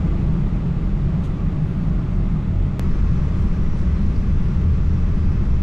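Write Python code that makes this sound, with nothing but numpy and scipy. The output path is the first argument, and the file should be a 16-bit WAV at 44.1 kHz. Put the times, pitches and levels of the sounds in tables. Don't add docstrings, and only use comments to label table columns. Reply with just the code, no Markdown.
import sys
import numpy as np
from scipy import signal
from scipy.fft import rfft
from scipy.io import wavfile
from scipy.ndimage import uniform_filter1d, minimum_filter1d

SR = 44100
rng = np.random.default_rng(int(sys.argv[2]) if len(sys.argv) > 2 else 0)


def output_pcm(signal):
    pcm = np.clip(np.atleast_2d(signal).T, -1, 1) * 32767
    wavfile.write(sys.argv[1], SR, np.round(pcm).astype(np.int16))


def voltage_ratio(level):
    return 10 ** (np.asarray(level, float) / 20)


N = 248194

CHANGE_S, CHANGE_JUMP = 2.79522, .22
# pitch_hz, level_db (per Hz)
HULL_BOOM = [
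    [(10, -6), (16, 2), (25, -5), (34, -0.5), (50, -9.5), (65, -3.5), (98, -6), (112, -7), (130, -2.5),
     (150, 0), (172, -3), (200, -5), (218, -17.5), (420, -25.5)],
    [(10, -1.5), (16, 8.5), (23, 6), (33, -4), (55, -1), (68, -1), (95, -2), (110, -7.5), (125, -2.5),
     (150, -6), (175, -3.5), (200, -5.5), (235, -18), (420, -23)],
]
# pitch_hz, level_db (per Hz)
AIR_RUSH = [
    [(140, -31), (230, -5.5), (314, -5.5), (520, -19), (651, -17.5), (722, -23), (937, -24), (1220, -22),
     (1630, -29.5), (2010, -29.5), (2610, -32.5), (7250, -46.5), (8920, -56.5), (12400, -63), (14500, -89)],
    [(140, -17), (230, -3), (260, -7.5), (429, -14), (511, -21.5), (640, -21), (722, -28), (1150, -22.5),
     (1690, -29.5), (2040, -30), (4380, -40.5), (5780, -40.5), (10600, -59.5), (12400, -60.5),
     (14500, -102.5)],
]
# pitch_hz, width_hz, level_db
DUCTS = [(573, 33, 2.5), (835, 60, 5), (1160, 84, 2), (2050, 160, 1), (3520, 540, 1.2), (12400, 400, 2.5)]
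# pitch_hz, level_db (rms)
WHINES = [
    [(2568, -71), (5663, -83), (7079, -88), (8263, -92), (8371, -93), (8495, -90), (9017, -98),
     (10002, -98), (10331, -100), (10987, -91), (11326, -101), (12037, -99), (12102, -99), (13011, -102)],
    [(2568, -68), (4134, -75), (4899, -76), (5669, -75), (6212, -82), (6374, -83), (7084, -82), (8263, -89),
     (8500, -88), (9017, -92), (10331, -93), (10987, -86), (11332, -90), (12042, -96), (12667, -98),
     (13011, -96)],
]
# start_s, length_s, level_db, low_edge_hz, high_edge_hz
STROKES = [(.2, .06, -83, 10000, 14000), (1.232, .062, -62, 5800, 15500), (1.236, .05, -55, 2500, 4800),
           (1.42, .18, -82, 11000, 14800), (1.63, .24, -78, 9500, 15300), (1.8, .2, -80, 10500, 14800),
           (2.1, .1, -74, 5500, 8500), (2.4, .06, -80, 11000, 14800), (3.37, .13, -70, 6500, 10500),
           (3.765, .09, -63, 4300, 13000), (4.0, .11, -65, 3800, 12000), (4.158, .018, -57, 4300, 5100),
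           (4.97, .06, -70, 4000, 9000), (5.17, .05, -78, 7000, 11000)]
# time_s, width_db
STEREO_WIDTH = [(0, -41), (2.3, -46.5), (2.55, -22), (2.8, -20)]
# pitch_hz, level_db
TOO_FAINT = [
    [(7000, -125), (10000, -113), (12500, -114), (13600, -108)],
    [(7000, -118), (10000, -109), (12500, -111), (13600, -106)],
]
# pitch_hz, level_db
TOO_HIDDEN = [
    [(7500, -40), (9000, -14), (13000, -14)],
    [(6500, -40), (8500, -10), (13000, -11)],
]
# pitch_hz, likeness (0 to 1)
PORT_LIKENESS = [(60, 1), (170, .9993), (290, .99), (630, .84), (1370, .74), (3010, .6), (6570, .6),
                 (14400, .55)]
# pitch_hz, difference_db
LEFT_LOUDER = [(60, .4), (200, .5), (370, 1.3), (690, 1.2), (1260, 3), (2320, 2.5), (4260, 1.7),
               (7820, 2.5), (14400, 3.5)]
# pitch_hz, lead_rad
LEFT_AHEAD = [(250, 0), (1030, -.4), (3010, -.7), (4820, 0)]
# boom_db, rush_db, brightness_db (per octave above 2 kHz)
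LEVELS = [
    (-24.5, -36, -2.5),
    (-25.5, -36, -2.5),
]
# time_s, level_db
BUFFETING = [
    [(0, 2.5), (.6, -0.5), (1.1, 1), (1.7, 0.5), (2.2, 0.5), (2.8, -1.5)],
    [(2.8, -0.5), (3.3, 1.5), (3.9, 1), (4.4, 1.5), (5.0, 1), (5.63, 0.5)],
]
# middle_s, length_s, pitch_hz, level_db (rms at the top)
GUSTS = [
    [(.15, .6, 42.6, -26.5), (.48, 0.33, 42.7, -20), (.88, .4, 39.2, -19), (1.48, 0.4, 41.3, -19.5),
     (1.95, 0.38, 42.7, -24), (2.27, 0.47, 39.5, -20.5), (2.62, .25, 39, -20), (.22, .4, 75.1, -23),
     (1.13, 0.17, 65, -25.5), (1.5, 0.53, 90.5, -29.5), (2.18, 0.33, 89.4, -27.5), (2.58, 0.51, 85.9, -24)],
    [(3.0, 0.32, 43.6, -18.5), (3.5, 0.68, 41.65, -26), (4.1, 0.41, 42.6, -25.5), (4.57, 0.49, 37.2, -22.5),
     (4.82, 0.21, 43, -22), (5.05, 0.15, 36.3, -22), (5.38, 0.37, 36.2, -21.5), (2.9, 0.11, 77, -18),
     (3.15, 0.52, 77.6, -19.5), (3.55, 0.43, 76.6, -24), (3.88, 0.38, 71.8, -21), (4.25, 0.62, 79.55, -20),
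     (4.65, 0.42, 77, -19.5), (5.0, 0.56, 81.2, -19), (5.27, 0.54, 74.9, -20.5), (5.53, 0.42, 66.5, -21.5)],
]


def evened(x):
    return x / np.sqrt(np.mean(abs(x) ** 2) + 1e-20)


def read(points, hz):
    f, value = np.transpose(points)
    return np.interp(np.log(hz + 1), np.log(f + 1), value)


def over_time(points, t):
    return np.interp(t, *np.transpose(points))


def grid(size):
    return np.fft.rfftfreq(size, 1 / SR), np.arange(4 * N // size + 5) * size / 4 / SR


def ports(field_db, size):
    hz = grid(size)[0]
    a, b, c, d = rng.standard_normal(field_db.shape[::-1] + (4,)).T
    same = np.clip(read(PORT_LIKENESS, hz), 0, 1)[:, None]
    left = a + 1j * b
    right = same * left + np.sqrt(1 - same ** 2) * (c + 1j * d)
    right = right * np.exp(-1j * read(LEFT_AHEAD, hz))[:, None]
    lean = voltage_ratio(read(LEFT_LOUDER, hz) / 2)[:, None]
    z = np.array([left * lean, right / lean]) * voltage_ratio(field_db)
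    return signal.istft(z, nperseg=size, noverlap=size * 3 // 4)[1][:, :N]


def banded(x, low_hz, high_hz):
    hz = np.fft.rfftfreq(N, 1 / SR)
    inside = (hz > low_hz) & (hz < high_hz)
    return np.sqrt(2 * np.sum(abs(rfft(x.mean(0))[inside]) ** 2)) / N


def whines(lines, waver_db=2.4, waver_hz=2.6):
    out, t = np.zeros((2, N)), np.arange(0, N, 64)
    for hz, db in lines:
        drift = rng.standard_normal((2, len(t)))
        pitch, level = [np.interp(np.arange(N), t, evened(uniform_filter1d(v, 100))) for v in drift]
        turn = 2 * np.pi * np.cumsum(hz + waver_hz * pitch) / SR
        turn = turn + rng.uniform(0, 1.9, (2, 1))
        out += np.sqrt(2) * voltage_ratio(db + 2.2 + waver_db * level) * np.sin(turn)
    return out


def rustles():
    out = np.zeros((2, N))
    for s, length, db, low_hz, high_hz in STROKES:
        n = round(length * SR)
        noise = rng.standard_normal((4, 12000))[:, :n]
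        roughness = voltage_ratio(1.8 * evened(uniform_filter1d(noise[3], 90)))
        grain = (noise[0] + .6 * noise[1:3]) * roughness
        sos = signal.butter(4, [low_hz, min(high_hz, 20000)], "bandpass", fs=SR, output="sos")
        dull = signal.lfilter(*signal.butter(2, low_hz, fs=SR), signal.sosfilt(sos, grain))
        swell = np.sin(np.pi * np.sqrt(np.linspace(0, 1, n)))
        out[:, round(s * SR):][:, :n] += voltage_ratio(db) * evened(dull) * evened(swell)
    return out


def rush(shape, buffet, level_db, bright_db, patchy_db=0.24, size=1024):
    hz, t = grid(size)
    ducts_db = sum(db / (1 + (2 * (hz - f) / w) ** 2) for f, w, db in DUCTS)
    fade_db = 60 * np.clip(np.log2((hz + 1) / 235), -2, 0)
    treble_db = np.clip(np.log2((hz + 1) / 2000), 0, 1.5) * bright_db
    patches = rng.standard_normal((len(t), len(hz)))
    patches = evened(uniform_filter1d(uniform_filter1d(patches, 16, 0), 14, 1)).T
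    settle_db = 1.7 * np.exp(-np.maximum(t - buffet[0][0], 0) / 0.87)
    flow_db = .3 * over_time(buffet, t) + settle_db
    colour_db = read(shape, hz) + ducts_db + fade_db + treble_db
    x = ports(colour_db[:, None] + patchy_db * patches + flow_db, size)
    return x / banded(x, 242, 1800) * voltage_ratio(level_db)


def drone(gusts, pitch_wander=.04, level_flutter=.4, trim_db=-1.5):
    t, out = np.arange(N) / SR, np.zeros(N)
    slow = uniform_filter1d(uniform_filter1d(rng.standard_normal((2, N)), 1500), 1500)
    wander, flutter = evened(slow)
    clock = np.cumsum(1 + pitch_wander * wander) / SR
    for s, length, hz, db in gusts:
        on = abs(t - s) < length / 2
        swell = np.cos(np.pi * (t[on] - s) / length)
        out[on] += voltage_ratio(db) * swell * np.sin(2 * np.pi * hz * (clock[on] - np.interp(s, t, clock)))
    sides = voltage_ratio(trim_db + np.array([[.2], [-.2]]))
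    return np.sqrt(2) * (1 + level_flutter * flutter) * out * sides


def boom(shape, buffet, level_db, size=4096):
    hz, t = grid(size)
    fade_db = -60 * np.clip(np.log2((hz + 1) / 235), 0, 2)
    x = ports((read(shape, hz) + fade_db)[:, None] + over_time(buffet, t), size)
    return x * voltage_ratio(level_db) / banded(x, 108, 184.5)


def thinned_treble(x, too_faint, too_hidden, width, size=2048):
    hz, t, z = signal.stft(x, SR, nperseg=size)
    middle = z.mean(0)
    z = middle + np.where(hz[:, None] > 11000, .7, width(t)) * (z - middle)
    power = uniform_filter1d(abs(middle) ** 2, size=3, axis=1)
    band = np.add.reduceat(power, np.arange(0, len(hz), 16), axis=0)[np.arange(len(hz)) // 16] / 16
    drift = rng.standard_normal((len(hz) // 8 + 1, len(t)))
    drift = evened(uniform_filter1d(drift, size=3))[np.arange(len(hz)) // 8]
    band = band * voltage_ratio(2 * 4 * drift)
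    peak = -minimum_filter1d(-power, size=17, axis=0) * voltage_ratio(2 * 3 * drift)
    loud_enough = band > voltage_ratio(2 * read(too_faint, hz))[:, None]
    clear_enough = power > peak * voltage_ratio(2 * read(too_hidden, hz))[:, None]
    return signal.istft(z * (loud_enough & clear_enough), SR, nperseg=size)[1][:, :N]


def view(k, strokes):
    boom_db, rush_db, bright_db = LEVELS[k]
    hull = boom(HULL_BOOM[k], BUFFETING[k], boom_db) + drone(GUSTS[k])
    air = rush(AIR_RUSH[k], BUFFETING[k], rush_db, bright_db)
    return hull + air + whines(WHINES[k]) + strokes


def scene():
    t, strokes = np.arange(N) / SR, rustles()
    first = thinned_treble(view(0, strokes), TOO_FAINT[0], TOO_HIDDEN[0],
                       lambda s: voltage_ratio(over_time(STEREO_WIDTH, s)))
    second = thinned_treble(view(1, strokes), TOO_FAINT[1], TOO_HIDDEN[1], np.ones_like)
    at = round(CHANGE_S * SR)
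    near = np.exp(-((t - CHANGE_S) / .0025) ** 2)
    first = first + (-.18 - first[:, at].mean()) * near
    first = first - first[:, :1] * np.exp(-(t / .002) ** 2)
    second = second + (CHANGE_JUMP - .18 - second[:, at].mean()) * near
    second = second + (.19 - second[:, -1].mean()) * np.exp(-((t - t[-1]) / .003) ** 2)
    return np.where(np.arange(N) < at, first, second)


def roll_off(x):
    return signal.sosfilt(signal.butter(12, 14980, fs=SR, output="sos"), x)


def record(dry):
    crest = -minimum_filter1d(-abs(dry).max(0), 400)
    over_db = np.maximum(20 * np.log10(crest + 1e-9) + 11.3, 0)
    ease_db = uniform_filter1d(uniform_filter1d(over_db, 300), 300)
    return roll_off(dry / voltage_ratio(0.38 * ease_db))


dry = scene()
out = record(dry)
output_pcm(out)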